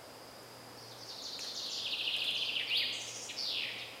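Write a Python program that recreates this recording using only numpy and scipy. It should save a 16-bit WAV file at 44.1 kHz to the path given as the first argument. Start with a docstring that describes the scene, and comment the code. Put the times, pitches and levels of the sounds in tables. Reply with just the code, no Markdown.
"""A pine wood, heard from one spot. Faint far rumble, a low hum and a thin high hiss lie under everything.
Twigs begin to tick close to the microphone. Some way off, small songbirds whistle chips, thin slurs and
dipping notes that swell into a trill, a few rasps and a flourish; then come five high lisps and a falling
buzz. Trunks and crowns scatter every note into a long tail."""
import sys
import numpy as np
from scipy import signal
from scipy.fft import rfft
from scipy.io import wavfile
from scipy.ndimage import uniform_filter1d

SR = 44100
rng = np.random.default_rng(int(sys.argv[2]) if len(sys.argv) > 2 else 0)


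def persist_wave(psi):
    """Save psi, clipped to +-1, as 16-bit WAV."""
    counts = np.round(np.clip(psi, -1, 1) * 32767).astype(np.int16)
    wavfile.write(sys.argv[1], SR, np.atleast_2d(counts).T)


N = 176400
T = np.arange(N) / SR


def from_db(db):
    """Decibels to gain."""
    return 10 ** (np.asarray(db) / 20)


def rms_one(x):
    """Scale to unit rms."""
    return x / np.sqrt(np.mean(x ** 2) + 1e-20)


def at_hz(points, hz):
    """Read a table on a log-frequency axis."""
    f, value = np.transpose(points)
    return np.interp(np.log(hz + 1e-3), np.log(f), value)


def along(rows, t):
    """Read each column of a curve at the times t."""
    s, *columns = np.transpose(rows)
    return [np.interp(t, s, c) for c in columns]


def peak(f, centre_hz, width_hz):
    """A rounded peak of gain 1."""
    return 1 / (1 + (2 * (f - centre_hz) / width_hz) ** 2)


def noise(gain_at):
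    """Noise of unit rms, its spectrum shaped by gain_at(f)."""
    f = np.arange(N // 2 + 1) * SR / N
    return rms_one(np.fft.irfft(rfft(rng.standard_normal(N)) * gain_at(f), N))


def drift(hz):
    """Random wander of unit rms, mostly slower than hz."""
    return noise(lambda f: 1 / (1 + (f / hz) ** 2))


# Spectrum of the air: f/Hz, relative level/dB
AIR_SPECTRUM = [(25, -25), (48, -15), (78, -11), (100, -10), (170, -9), (205, -5.5), (280, -1.5), (350, -5),
                (500, 0.5), (700, -2.5), (1000, -5.5), (1500, -10), (1900, -12.5), (2800, -15),
                (4300, -17.5), (5100, -20.5), (5700, -19.5), (11400, -22), (15800, -28.5)]
# Swells of the hum: t/s, level/dB
HUM_LEVEL = [(0.0, -75), (0.02, -70), (1.05, -60.5), (1.26, -78), (1.38, -66), (1.6, -76), (1.84, -64.5),
             (1.93, -82), (2.02, -66.5), (3.2, -63), (3.48, -76.5), (3.54, -65.5), (3.88, -61.5),
             (4.0, -76)]

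def background():
    """The bed of the place: far rumble and air, a narrow high hiss, a wavering low hum."""
    air = from_db(-52) * noise(lambda f: from_db(at_hz(AIR_SPECTRUM, f)))
    hiss = from_db(-60) * noise(lambda f: peak(f, centre_hz=4920, width_hz=480))
    hum_db, = along(HUM_LEVEL, T)
    hum_hz = 117.9 * (1 + .018 * drift(11))
    hum = np.sqrt(2) * from_db(hum_db) * np.sin(2 * np.pi * np.cumsum(hum_hz) / SR)
    return air + hiss + hum


# Twig ticks: t/s, level/dB, ring time/s
TWIG_TICKS = [(.428, -57, .05), (1.083, -57, .02), (1.392, -39.5, 0.019), (1.442, -52, 0.065),
              (1.66, -54, 0.055), (1.914, -51, 0.015), (2.013, -49, .02), (2.163, -42.5, 0.03),
              (2.199, -60, 0.14), (2.24, -48, 0.08), (2.306, -39.5, 0.018), (2.697, -47, 0.021)]
# Their spectrum: f/Hz, relative level/dB
TWIG_SPECTRUM = [(700, -25), (1500, 13), (3000, -9), (7000, 4), (12000, 4.5), (16000, -24)]

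def twigs():
    """Bright ticks close to the microphone; one snap rings its twig, and a soft scuff follows."""
    envelope = sum(from_db(db - 60 * np.clip((T - s) / ring_s, 0, 3)) * np.clip((T - s) / .0028, 0, 1)
                   for s, db, ring_s in TWIG_TICKS)
    snap_s, knock_hz, knock_t60_s = 1.392, 2570, .0052
    age = np.maximum(T - snap_s, 0)
    knock = from_db(-31 - 60 * np.minimum(age / knock_t60_s, 3)) * np.sin(2 * np.pi * knock_hz * age)
    scuff = from_db(-53) * np.exp(-((T - 1.448) / .0087) ** 2)
    scuff *= noise(lambda f: peak(f, centre_hz=1840, width_hz=1300))
    return envelope * noise(lambda f: from_db(at_hz(TWIG_SPECTRUM, f))) + knock + scuff


# Decay among the trees: f/Hz, time to fall 60 dB/s
TAIL_T60 = [(1500, 2), (3000, 1.2), (4700, 1), (6500, 0.77), (10000, 0.45)]

def wood(x):
    """Echoes off near trunks, then a diffuse tail that dies sooner in the treble."""
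    echoes_per_s, near_t60_s, build_s = 800, .35, .022
    near = rng.standard_normal(N) * (rng.random(N) < echoes_per_s / SR) * from_db(-60 * T / near_t60_s)
    edges, tail = np.geomspace(1000, 16000, num=9), 0
    for low, high in zip(edges, edges[1:]):
        decay = from_db(-60 * T / at_hz(TAIL_T60, np.sqrt(low * high)))
        band = noise(lambda f: (f >= low) & (f < high)) * decay * (1 - np.exp(-T / build_s))
        tail += rms_one(band) * np.sqrt(2 * (high - low) / SR)
    echoes = (from_db(1.5) * rms_one(near) + from_db(2) * tail) / np.sqrt(N)
    return signal.fftconvolve(x, echoes)[:N]


def syrinx(hz, gain):
    """A bird's whistle: a near sine with faint overtones that grow with effort."""
    phase = 2 * np.pi * np.cumsum(hz) / SR
    effort = np.minimum(gain / from_db(-32), 1)
    tone = np.sin(phase)
    for k, db in (2, -17), (3, -23):
        tone += from_db(db) * effort * np.sin(k * phase) * peak(k * hz, centre_hz=12100, width_hz=3300)
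    return np.sqrt(2) * gain * tone


def sing(shape, notes, waver, warble_hz=0, swing=0):
    """Sing a shape, shifted to each note's time, level and pitch; waver roughens it."""
    out, unsteady = np.zeros(N), 1 + waver * drift(188)
    if swing:
        warble_rate = warble_hz * (1 + .15 * drift(60))
        unsteady *= 1 + swing * np.sin(2 * np.pi * np.cumsum(warble_rate) / SR)
    for s, db, factor in notes:
        span = (T > s + shape[0][0]) & (T < s + shape[-1][0])
        hz, shape_db = along(shape, T[span] - s)
        hz = uniform_filter1d(hz, size=130) * factor * unsteady[span]
        out[span] += syrinx(hz, from_db(db + shape_db) * signal.windows.tukey(len(hz), .1))
    return out


# One chip: t/s, f/Hz, level/dB
CHIP_SHAPE = [(-.004, 5706, -13), (.001, 5163, -3.5), (.008, 4683, 2), (.015, 4250, 1.5), (.02, 3760, -26)]
# As sung: t/s, level/dB, pitch factor
CHIP_NOTES = [(.772, -53, 1.07), (.803, -54, 1.13), (0.824, -51.5, 1.06), (.905, -60, 1.05),
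              (0.981, -55, 1.2), (1.01, -48, 1.1), (1.024, -50.5, 1), (1.089, -45.5, 1.12),
              (1.626, -55, 1.23), (1.645, -40, .9), (1.909, -37.5, .9), (2.039, -43.5, 0.98),
              (2.186, -40, 0.96), (2.347, -55, 1.37), (2.369, -42, 1.03), (2.425, -55, 1.28),
              (2.447, -42, 0.98), (2.672, -43.5, 1), (2.694, -41, 0.84)]

def chips():
    """Tiny downward flicks."""
    return sing(CHIP_SHAPE, CHIP_NOTES, waver=.0278)


# One slur: t/s, f/Hz, level/dB
SLUR_SHAPE = [(-.004, 7910, -1.5), (.002, 7100, -4.5), (.018, 5700, 2), (.032, 4700, 5), (.046, 3660, -2.5),
              (.056, 2900, -2)]
# As sung: t/s, level/dB, pitch factor
SLUR_NOTES = [(.875, -60, 1), (1.061, -51.5, 0.9), (1.222, -44.5, 0.95), (1.391, -42.5, 0.94),
              (1.549, -41, 0.92), (1.70, -41, 0.96)]

def slurs():
    """Thin, steep downward slides."""
    return sing(SLUR_SHAPE, SLUR_NOTES, waver=.0183)


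# One dip: t/s, f/Hz, level/dB
DIP_SHAPE = [(-.022, 5314, -5), (-.013, 4722, 0), (-.005, 4058, -5.5), (.001, 3717, -16),
             (.007, 4100, -3.5), (.014, 4750, -6), (.019, 5175, 0)]
# As sung: t/s, level/dB, pitch factor
DIP_NOTES = [(.93, -53.5, 0.83), (1.124, -44.5, 0.91), (1.204, -42, 0.9), (1.273, -42.5, 0.92),
             (1.35, -41, 0.92), (1.425, -46, 0.83), (1.488, -39.5, 0.91), (1.568, -45, 0.82),
             (1.646, -39, 0.92), (1.70, -41.5, 0.69), (1.77, -39.5, 1), (1.815, -39, 0.75)]

def dips():
    """Notes that sink and come back up."""
    return sing(DIP_SHAPE, DIP_NOTES, waver=.016)


# One trill note: t/s, f/Hz, level/dB
TRILL_SHAPE = [(-.036, 3207, 0.5), (-.024, 3586, -11), (-.015, 4273, -6), (-.008, 3400, 0.5), (0, 3050, 4),
               (.006, 2656, -3), (.012, 2412, -14)]
# As sung: t/s, level/dB, pitch factor
TRILL_NOTES = [(1.66, -46.5, 1.09), (1.782, -43, 1.02), (1.865, -35, 0.99), (1.937, -35.5, 0.95),
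               (2.007, -34, 0.98), (2.078, -33, 0.95), (2.148, -32.5, 0.99), (2.219, -34.5, .95),
               (2.288, -32.5, 1.01), (2.357, -34, 1), (2.427, -33.5, 0.98), (2.494, -36.5, 0.91)]

def trill():
    """A quick run of arched notes."""
    return sing(TRILL_SHAPE, TRILL_NOTES, waver=.02)


# One rasp: t/s, f/Hz, level/dB
RASP_SHAPE = [(0, 3662, -9), (.009, 3104, 2.5), (.022, 2573, 2), (.032, 2250, -8)]
# As sung: t/s, level/dB, pitch factor
RASP_NOTES = [(2.081, -47, 1.1), (2.224, -51.5, 1), (2.588, -39, 0.95), (3.287, -43, 1.055),
              (3.784, -50.5, 1.43), (3.805, -47, 1.1)]

def rasps():
    """Falling notes made harsh by a fast warble."""
    return sing(RASP_SHAPE, RASP_NOTES, waver=.0442, warble_hz=190.4, swing=.23)


# Shapes of the flourish: t/s, f/Hz, level/dB
DROP_SHAPE = [(-.003, 4437, -21), (.004, 3480, 4), (.015, 2782, 3), (.03, 2385, -9), (.045, 2580, -11),
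              (.058, 2200, -6.5), (.072, 1850, -28)]
RISE_SHAPE = [(0, 2195, -10.5), (.025, 2650, -5), (.048, 3050, 1.5), (.066, 3400, 0.5), (.078, 3960, -0.5),
              (.089, 4750, -0.5), (.097, 4830, -18), (.101, 4980, -17)]
FALL_SHAPE = [(0, 4422, -15), (.01, 3390, -4), (.022, 2975, -13), (.034, 2474, -4.5), (.05, 2048, -7),
              (.064, 1656, -21)]
# As sung: t/s, level/dB, pitch factor
DROP_NOTE = [(2.552, -34.5, 1)]
RISE_NOTE = [(2.688, -29.5, 1)]
FALL_NOTE = [(2.777, -32.5, 1)]

def flourish():
    """Three loud glides: down, up, down."""
    return (sing(DROP_SHAPE, DROP_NOTE, waver=.033),
            sing(RISE_SHAPE, RISE_NOTE, waver=.014),
            sing(FALL_SHAPE, FALL_NOTE, waver=.0394))


# The two voices of a lisp: t/s, f/Hz, level/dB
LISP_LOWER = [(0, 5590, -2.5), (.012, 6170, 4), (.028, 6900, -1.5), (.045, 6600, -16), (.064, 6350, -19)]
LISP_UPPER = [(.004, 6940, -10), (.013, 8400, -14), (.02, 9370, -9.5), (.032, 9030, -20), (.044, 7600, -12),
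              (.052, 7200, -21)]
# As sung: t/s, level/dB, pitch factor
LISP_NOTES = [(2.922, -48.5, 1.11), (2.995, -46.5, 0.99), (3.062, -45, .98), (3.135, -44.5, .96),
              (3.21, -44.5, 0.99)]

def lisps():
    """Both voices of the syrinx: the lower warbles, the upper has the same pitch each time."""
    return (sing(LISP_LOWER, LISP_NOTES, waver=.052, warble_hz=138.1, swing=.121),
            sing(LISP_UPPER, [(s, db, 1) for s, db, _ in LISP_NOTES], waver=.045))


# Course of the buzz: t/s, centre f/Hz, sweep rate/Hz, level/dB
BUZZ_COURSE = [(3.364, 5150, 135, -45), (3.388, 5100, 139, -32.5), (3.42, 4850, 115, -35),
               (3.46, 4400, 108, -35), (3.51, 3650, 107, -34.5), (3.56, 3150, 95, -32.5),
               (3.61, 2700, 78, -36.5), (3.65, 2404, 55, -36), (3.70, 2040, 59, -46.5)]

def buzz():
    """A run of tiny down-sweeps, each swelling and fading, that slows as it sinks."""
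    centre_hz, rate, db = along(BUZZ_COURSE, T)
    on = (T > BUZZ_COURSE[0][0]) & (T < BUZZ_COURSE[-1][0])
    cycle = np.cumsum(rate * on * (1 + .11 * drift(80))) / SR % 1
    pulse = np.abs(np.sin(np.pi * cycle)) ** 1.84
    sweep_hz = 2300 * np.minimum(1, centre_hz / 3600)
    hz = (centre_hz + sweep_hz * (.5 - cycle)) * (1 + .03 * drift(250))
    return syrinx(hz, from_db(db) * pulse * uniform_filter1d(on * 1., size=200))


def scene():
    """At the microphone: distant song, close twigs and the bed, alike in both channels."""
    drop, rise, fall = flourish()
    lower_lisps, upper_lisps = lisps()
    # voice, gain of its straight path through the needles/dB
    voices = [(chips(), -5), (slurs(), -9), (dips(), -4), (trill(), -3.5), (rasps(), -.5),
              (drop, -2), (rise, -5), (fall, 1), (lower_lisps, -11), (upper_lisps, -3.5), (buzz(), -2)]
    ticks = twigs()
    direct = sum(voice * from_db(db) for voice, db in voices)
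    scattered = wood(sum(voice for voice, _ in voices) + from_db(-1) * ticks)
    mono = direct + from_db(-4) * scattered + from_db(2) * ticks + background()
    return np.array([mono, mono])


def record(dry):
    """The recorder cuts steeply above 15.8 kHz."""
    return signal.sosfiltfilt(signal.ellip(10, .1, 60, 15800, fs=SR, output="sos"), dry)


dry = scene()
out = record(dry)
persist_wave(out)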